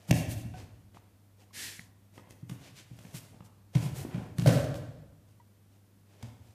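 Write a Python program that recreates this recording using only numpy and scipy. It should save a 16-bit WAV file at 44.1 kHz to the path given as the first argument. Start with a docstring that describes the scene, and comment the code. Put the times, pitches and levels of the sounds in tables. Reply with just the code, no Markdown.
"""Staff practice on hall mats

Two people work through a staff technique on padded mats in a large hall, heard from the centre.
Bare feet stamp and step as swinging foam thuds with noisy smacks; soles and cotton rub as swelling noise.
The staffs knock, and once scrape faintly, as short decaying sines. One partner is taken down and lands
flat, in hollow noise bursts. Mains hum made of steady tones and the hall's quiet air, a shaped noise,
lie underneath."""
import sys
import numpy as np
from scipy import signal
from scipy.fft import irfft
from scipy.io import wavfile

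SR = 44100
rng = np.random.default_rng(int(sys.argv[2]) if len(sys.argv) > 2 else 0)


def master_out(mix):
    """Clip the mix to full scale and print it as 16-bit PCM to the path in sys.argv[1]."""
    frames = np.transpose(np.atleast_2d(mix))
    ceiling = np.clip(frames, -1, 1)
    pcm = np.round(ceiling * 32767).astype(np.int16)
    wavfile.write(sys.argv[1], SR, pcm)


N = 288403
TIME = np.arange(N) / SR   # seconds

# mains hum, before its waver: pitch_hz, level_db [dB rms]
HUM = [(100, -61.5), (200, -73), (300, -87.5), (500, -88)]
# spectrum of the still air: frequency_hz, relative_level_db
AIR_COLOUR = [(20, -22), (50, -8), (100, -9), (160, -6.5), (290, -9.5), (400, -16.5), (600, -18.5),
              (1000, -24), (2500, -29.5), (6000, -32.5), (14500, -31.5)]
AIR_DB = -66   # rms
# the hall's tail: frequency_hz, reverberant_to_direct_db, t60_s
HALL = [(50, 2, 1.8), (97, 4.5, 1.09), (157, -10, 0.99), (286, 0, 1.04), (550, -0.5, 0.91), (1200, 1, 0.91),
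        (2500, -2, 0.81), (6000, -5, 0.83), (14000, -3.5, 0.39)]
# early returns off ceiling and pillars: delay_s, level_db
ECHOES = [(.017, -5), (0.041, -17)]

# light wooden knocks and a faint tonal scrape (at 2.18 s), before the contact softens them:
# start_s, level_db, pitch_hz, t60_s
KNOCKS = [(.541, -48, 739, 0.15), (0.971, -29.5, 1020, 0.0036), (1.508, -57, 1066, 0.021),
          (1.794, -24.5, 1970, 0.0048), (2.183, -59, 1246, 0.078), (5.399, -58.5, 956, .073)]
# bending modes of a staff: multiple_of_pitch [ratio], relative_level_db
WOOD_MODES = [(0.999, 7.5), (2.05, -7), (3.3, -22)]

# sleeves whipping through a quick move: peak_s, level_db, length_s, dull_above_hz
SWISHES = [(0.166, -44, 0.065, 10500), (0.313, -44, .036, 14000), (0.388, -55, 0.048, 10100),
           (2.311, -62.5, 0.029, 9000), (2.658, -59, .07, 4040), (2.783, -53.5, .05, 5130),
           (3.163, -46, 0.037, 10200), (3.24, -66, 0.029, 8000), (3.456, -62.5, 0.023, 10000),
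           (4.17, -66, 0.16, 8200), (4.764, -57, 0.032, 7950)]
# soles and heavy cotton rubbing on the mat: peak_s, level_db, length_s, dull_above_hz
SCUFFS = [(0.06, -62.5, 0.17, 5600), (0.094, -48.5, .026, 10000), (.59, -54, 0.071, 5400),
          (0.961, -62, 0.035, 6070), (1.413, -63.5, 0.044, 6000), (2.167, -60.5, 0.054, 7140),
          (2.258, -74, .08, 1900), (2.52, -59, 0.057, 11000), (2.643, -59, 0.082, 6500),
          (3.059, -61.5, 0.24, 8300), (3.347, -64, 0.041, 990), (3.769, -46.5, .045, 6000),
          (3.834, -47, .08, 7900), (3.985, -46, .067, 10100), (4.161, -49.5, .13, 1850),
          (4.413, -50.5, 0.064, 7900), (4.525, -42, 0.12, 6700), (5.296, -74.5, .06, 8050),
          (5.739, -72.5, .06, 6000), (6.143, -67, .12, 4960), (6.241, -59, .07, 4500),
          (6.472, -67.5, 0.092, 7000)]
# spectrum of all rubbing: frequency_hz, relative_level_db
SCUFF_COLOUR = [(100, -24), (300, 18), (700, 9.5), (1200, -1.5), (1800, -0.5), (2600, 0), (4000, -2.5),
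                (7000, 0), (15000, 1)]
SWISH_THIN_HZ, SCUFF_THIN_HZ = 1900, 503   # bass rolls off below
RISE_SHARE = 0.4   # part of a rub's length spent speeding up

# spectrum of the dragged sole: frequency_hz, relative_level_db
DRAG_COLOUR = [(200, 0.5), (800, -8.5), (1300, -8.5), (1750, 6.5), (2300, 2.5), (3100, 1.5), (4000, 2),
               (7000, 0.5), (11000, -2.5), (15000, -10.5)]
# one sole gets up to speed, slides on, then slows
DRAG_S, DRAG_DB, DRAG_ATTACK_S, DRAG_HOLD_S, DRAG_RELEASE_S = 1.527, -39, 0.055, 0.12, 0.083
DRAG_STOP_S = 0.36   # about this long after its start the sole comes to rest

# spectrum of skin on the mat cover: frequency_hz, relative_level_db
SLAP_COLOUR = [(100, 18.5), (300, 2.5), (600, 5.5), (1000, 1.5), (1700, -1.5), (2800, 0.5), (4000, -4.5),
               (8000, -5), (15000, -6)]
SMACK_RISE_S, SLAP_THIN_HZ = 0.0009, 89   # time for the skin to settle, and where the bass rolls off
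# sharp little ticks of skin and cloth on the cover: start_s, level_db
TICKS = [(2.308, -39.5), (4.384, -26.5), (4.3966, -30), (4.421, -37), (4.743, -35.5), (4.756, -37)]
TICK_RISE_S, TICK_DECAY_S, TICK_DULL_HZ = 0.0001, 0.0012, 10000
# the arm that beats the mat to break the fall
ARM_S, ARM_DB, ARM_DECAY_S = 4.4711, -23.5, 0.0067

# bare feet landing, and the low body of a staff knock (at 0.968 s):
# start_s, thud_db, pitch_hz, smack_db, smack_dull_above_hz
FOOTFALLS = [(.086, -22, 161.3, -48, 9000), (.300, -34.5, 112, -49, 12000), (.445, -33.5, 102.4, -50, 3000),
             (.538, -39.5, 113, -45.5, 2980), (.945, -47, 124, -52, 5900), (.968, -53, 172, -51, 1500),
             (1.792, -43.5, 171, -48.5, 1200), (2.1775, -68, 170, -40.5, 2420),
             (2.272, -45, 179, -52, 1300), (2.426, -35.5, 143, -57, 1000),
             (2.495, -36.5, 183, -38.5, 13000), (2.509, -32.5, 142, -48, 10000),
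             (2.909, -38, 127, -55, 1500), (2.988, -43, 152, -46.5, 9000), (3.049, -39.5, 176, -45, 2950),
             (3.141, -34.5, 145.6, -43, 7000), (3.245, -50.5, 137, -63, 4000),
             (3.342, -42.5, 181, -50, 900), (3.405, -42, 170, -45, 1500),
             (6.226, -35.5, 107.4, -39.5, 8800)]
# knees, hip, back and legs of the falling partner: start_s, thud_db, pitch_hz, smack_db, smack_dull_above_hz
BODY_BLOWS = [(3.7505, -14, 143.7, -30.5, 6060), (3.825, -31.5, 155, -41.5, 8950),
              (3.858, -24, 149, -43, 4000), (4.049, -28, 281, -37.5, 1100),
              (4.143, -23.5, 151.4, -41, 3500), (4.157, -38, 198, -46, 3000),
              (4.177, -26, 174, -46.5, 2500), (4.385, -19.5, 150.5, -40, 6000),
              (4.419, -21.5, 151, -43, 6000), (4.446, -22, 169, -47, 3000),
              (4.4625, -11, 138.3, -40.5, 2920), (4.490, -15.5, 154, -27, 6000),
              (4.554, -19, 130.7, -41, 3000)]
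# the foam's second mode: multiple of the pitch, and loss in dB per octave of pitch above MAT_HZ
OVERTONE, OVERTONE_LOSS_DB, MAT_HZ = 2.04, 18.5, 140

# the whole sole stamped flat: its clap, then the settings of the thud under it
STAMP_S, STAMP_DB, STAMP_DECAY_S = 0.1093, -16.5, 0.0033
STAMP_THUD_S, STAMP_THUD_DB, STAMP_HZ = 0.1076, -11, 133.6
# spectrum of the stamp's clap: frequency_hz, relative_level_db
STAMP_COLOUR = [(100, 7), (200, 13), (290, 2), (440, -3), (600, 20.5), (740, 2.5), (900, 1), (1200, -11),
                (1700, 0.5), (2200, 4.5), (2700, 5.5), (3600, 0.5), (6000, -0.5), (15000, -11.5)]

# back and arms falling flat, squeezing out the air beneath: start_s, level_db, decay_s
FALL = [(4.4598, -16.5, 0.0056), (4.472, -21.5, 0.029), (4.522, -27.5, 0.019), (4.555, -22.5, 0.0026),
        (4.640, -26.5, 0.0047)]
# spectrum of the flat landing: frequency_hz, relative_level_db
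FALL_COLOUR = [(100, -31), (200, 1.5), (275, 2.5), (400, -7.5), (490, 3), (570, 7.5), (700, -4),
               (900, -26.5), (1200, -19.5), (1550, -12), (2000, -18.5), (2600, -27.5), (4000, -21),
               (14000, -32.5)]

CUTOFF_HZ = 14750   # the top is cut above


def from_db(db):
    """Turn decibels into gain."""
    return 10 ** (np.asarray(db) / 20)


def at_hz(points, hz, column=1):
    """Read a table column on a log-frequency axis."""
    points = np.array(points)
    return np.interp(np.log(hz + 1e-9), np.log(points[:, 0]), points[:, column])


def noise(colour, size, thin_hz=0, dull_hz=np.inf):
    """Random-phase noise of rms 1 with the given spectrum, rolled off below thin_hz and above dull_hz."""
    hz = np.fft.rfftfreq(size, 1 / SR)
    rolloff = np.sqrt(1 + (hz / dull_hz) ** 4 + (thin_hz / (hz + 1)) ** 4)
    gain = from_db(at_hz(colour, hz)) / rolloff * (hz > 0)   # nothing at 0 Hz
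    x = irfft(gain * np.exp(2j * np.pi * rng.random(len(hz))), size)
    return x / np.std(x)


def add(track, s, sound):
    """Mix a sound into the track from time s on."""
    start = max(round(s * SR), 0)
    track[start:start + len(sound)] += sound[:N - start]


def background():
    """Mains hum, steady tones that waver slightly in level, over the shaped noise of still air."""
    hum = np.zeros(N)
    for hz, db in HUM:
        hum += from_db(db) * np.sqrt(2) * np.sin(2 * np.pi * (hz * TIME + rng.random()))
    waver_db = np.interp(TIME, np.linspace(0, TIME[-1], 70), rng.standard_normal(70))
    return hum * from_db(waver_db) + from_db(AIR_DB) * noise(AIR_COLOUR, N)


def hall(x, gap_s=0.01, build_s=0.017):
    """Diffuse reflections build up after a short gap and die away band by band."""
    t = TIME[:3 * SR // 2]
    hz = np.fft.rfftfreq(len(t), 1 / SR)
    white = np.exp(2j * np.pi * rng.random(len(hz)))
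    onset = 1 - np.exp(-np.maximum(t - gap_s, 0) / build_s)
    edges = np.geomspace(30, 16000, 19)
    tail = np.zeros(len(t))
    for low, high in zip(edges, edges[1:]):
        centre = np.sqrt(low * high)
        decay = from_db(-60 * t / at_hz(HALL, centre, 2))
        band = irfft(white * ((hz >= low) & (hz < high)), len(t)) * onset * decay
        # scale the band's energy to the table's reverberant-to-direct level
        unit_energy = np.sqrt(2 * (high - low) / SR / np.sum(band ** 2))
        tail += band * from_db(at_hz(HALL, centre)) * unit_energy
    return signal.fftconvolve(x, tail)[:N]


def early_echoes(x, dull_hz=3500):
    """The nearest surfaces throw the sound back, later and duller."""
    dulled = signal.sosfilt(signal.butter(1, dull_hz, fs=SR, output="sos"), x)
    return sum(from_db(db) * np.interp(TIME - delay, TIME, dulled, left=0) for delay, db in ECHOES)


def staffs(contact_s=0.0013):
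    """A gripped staff, touched softly, rings briefly in a few bending modes; the faint scrape is made alike."""
    out = np.zeros(N)
    t = TIME[:SR // 4]
    contact = 1 - np.exp(-t / contact_s)
    for s, db, hz, t60 in KNOCKS:
        for multiple, mode_db in WOOD_MODES:
            ring = np.sin(2 * np.pi * hz * multiple * t)
            add(out, s, contact * from_db(db + mode_db - 60 * t / t60) * ring)
    return out


def grain(size, depth_db):
    """Friction catches and lets go: a random gain, redrawn every millisecond or two."""
    catches = rng.standard_normal(size // 64 + 2)
    return from_db(depth_db * np.interp(np.arange(size) / 64, np.arange(len(catches)), catches))


def rub(peak_s, length, thin_hz, dull_hz):
    """Rubbing swells and fades with the speed of the move; returns its start time and its sound."""
    start = max(peak_s - 3 * RISE_SHARE * length, 0)
    since_peak = TIME[:2 * SR // 3] + start - peak_s
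    spread = length * np.where(since_peak < 0, RISE_SHARE, 1 - RISE_SHARE)
    speed = np.exp(-0.5 * (since_peak / spread) ** 2)
    return start, speed * noise(SCUFF_COLOUR, len(speed), thin_hz, dull_hz)


def swishes_and_scuffs():
    """Thin swishes of sleeves and fuller scuffs on the mat, made grainy by friction."""
    out = np.zeros(N)
    for rows, thin_hz in [(SWISHES, SWISH_THIN_HZ), (SCUFFS, SCUFF_THIN_HZ)]:
        for peak_s, db, length, dull_hz in rows:
            start, sound = rub(peak_s, length, thin_hz, dull_hz)
            add(out, start, from_db(db) * sound)
    return out * grain(N, depth_db=2.0)


def drag():
    """A sole hisses over the textured cover, louder the faster it slides."""
    t = np.maximum(TIME - DRAG_S, 0)
    attack = 1 - np.exp(-t / DRAG_ATTACK_S)
    release = np.exp(-np.maximum(t - DRAG_HOLD_S, 0) / DRAG_RELEASE_S)
    stop = np.exp(-(t / DRAG_STOP_S) ** 8)
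    return from_db(DRAG_DB) * attack * release * stop * noise(DRAG_COLOUR, N)


def slap(rise_s, decay_s, dull_hz):
    """Skin meets the mat cover in a noisy crack a few milliseconds long."""
    t = TIME[:SR // 10]
    envelope = (1 - np.exp(-t / rise_s)) * np.exp(-t / decay_s)
    return envelope * noise(SLAP_COLOUR, len(t), SLAP_THIN_HZ, dull_hz)


def cracks(arm_dull_hz=9000):
    """The arm's broad slap and the small ticks, which carry no weight and so no thud."""
    out = np.zeros(N)
    add(out, ARM_S, from_db(ARM_DB) * slap(SMACK_RISE_S, ARM_DECAY_S, arm_dull_hz))
    for s, db in TICKS:
        add(out, s, from_db(db) * slap(TICK_RISE_S, TICK_DECAY_S, TICK_DULL_HZ))
    return out


def thud(hz, swell_cycles, overtone_db):
    """Weight sinks into the foam, which swings for a few cycles, with a shorter, higher second mode."""
    cycles = hz * TIME[:SR // 4]
    push = (cycles / swell_cycles * np.exp(1 - cycles / swell_cycles)) ** 1.8   # peaks at swell_cycles
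    turn = 2 * np.pi * cycles
    overtone = from_db(overtone_db - OVERTONE_LOSS_DB * np.log2(hz / MAT_HZ))
    return -(push * np.sin(turn) + overtone * push ** 2 * np.sin(OVERTONE * turn))


def blows(rows, swell_cycles, sink_per_db, overtone_db, smack_s):
    """Each blow thuds in the foam, longer the heavier it is, and smacks the cover; returns both tracks."""
    low, smack = np.zeros((2, N))
    usual_db = np.mean([row[1] for row in rows])
    for s, thud_db, hz, smack_db, dull_hz in rows:
        swell = swell_cycles * np.exp(sink_per_db * (thud_db - usual_db))
        add(low, s, from_db(thud_db) * thud(hz, swell, overtone_db))
        add(smack, s, from_db(smack_db) * slap(SMACK_RISE_S, smack_s, dull_hz))
    return np.array([low, smack])


def claps(rows, colour, contact_s):
    """A broad surface lands flat and traps air, which gives the blow a hollow colour."""
    out = np.zeros(N)
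    t = TIME[:SR // 2]
    for s, db, decay in rows:
        envelope = (1 - np.exp(-t / contact_s)) * np.exp(-t / decay)
        add(out, s, from_db(db) * envelope * noise(colour, len(t)))
    return out


def scene():
    """Feet strike briefly, the body sinks in for longer; all share the hall."""
    wood, cloth, slide = staffs(), swishes_and_scuffs(), drag()
    feet = blows(FOOTFALLS, swell_cycles=0.6, sink_per_db=0.11, overtone_db=-12.5, smack_s=0.0046)
    trunk = blows(BODY_BLOWS, swell_cycles=0.91, sink_per_db=0.07, overtone_db=-19, smack_s=0.0057)
    low, smack = feet + trunk
    stamp_thud = thud(STAMP_HZ, swell_cycles=0.64, overtone_db=-6.5)
    add(low, STAMP_THUD_S, from_db(STAMP_THUD_DB) * stamp_thud)
    stamp_clap = claps([(STAMP_S, STAMP_DB, STAMP_DECAY_S)], STAMP_COLOUR, contact_s=0.00021)
    smack = smack + cracks() + stamp_clap
    body = claps(FALL, FALL_COLOUR, contact_s=0.0017)

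    direct = low + smack + body + cloth + slide + wood
    # how strongly each source excites the hall
    sent = from_db(-2.0) * low + from_db(-1.5) * smack + from_db(-1.5) * body
    sent += from_db(-5.5) * cloth + from_db(-22.5) * slide + from_db(-21.0) * wood
    mid = direct + early_echoes(sent) + hall(sent) + background()
    side = from_db(-30) * smack   # a faint difference between the channels
    return np.array([mid - side, mid + side])


def record(dry, low_cut_hz=55):
    """The microphone thins the deepest bass; the top is cut steeply."""
    thinned = signal.sosfilt(signal.butter(2, low_cut_hz, "high", fs=SR, output="sos"), dry)
    return signal.sosfilt(signal.ellip(12, 0.1, 80, CUTOFF_HZ, fs=SR, output="sos"), thinned)


dry = scene()
out = record(dry)
master_out(out)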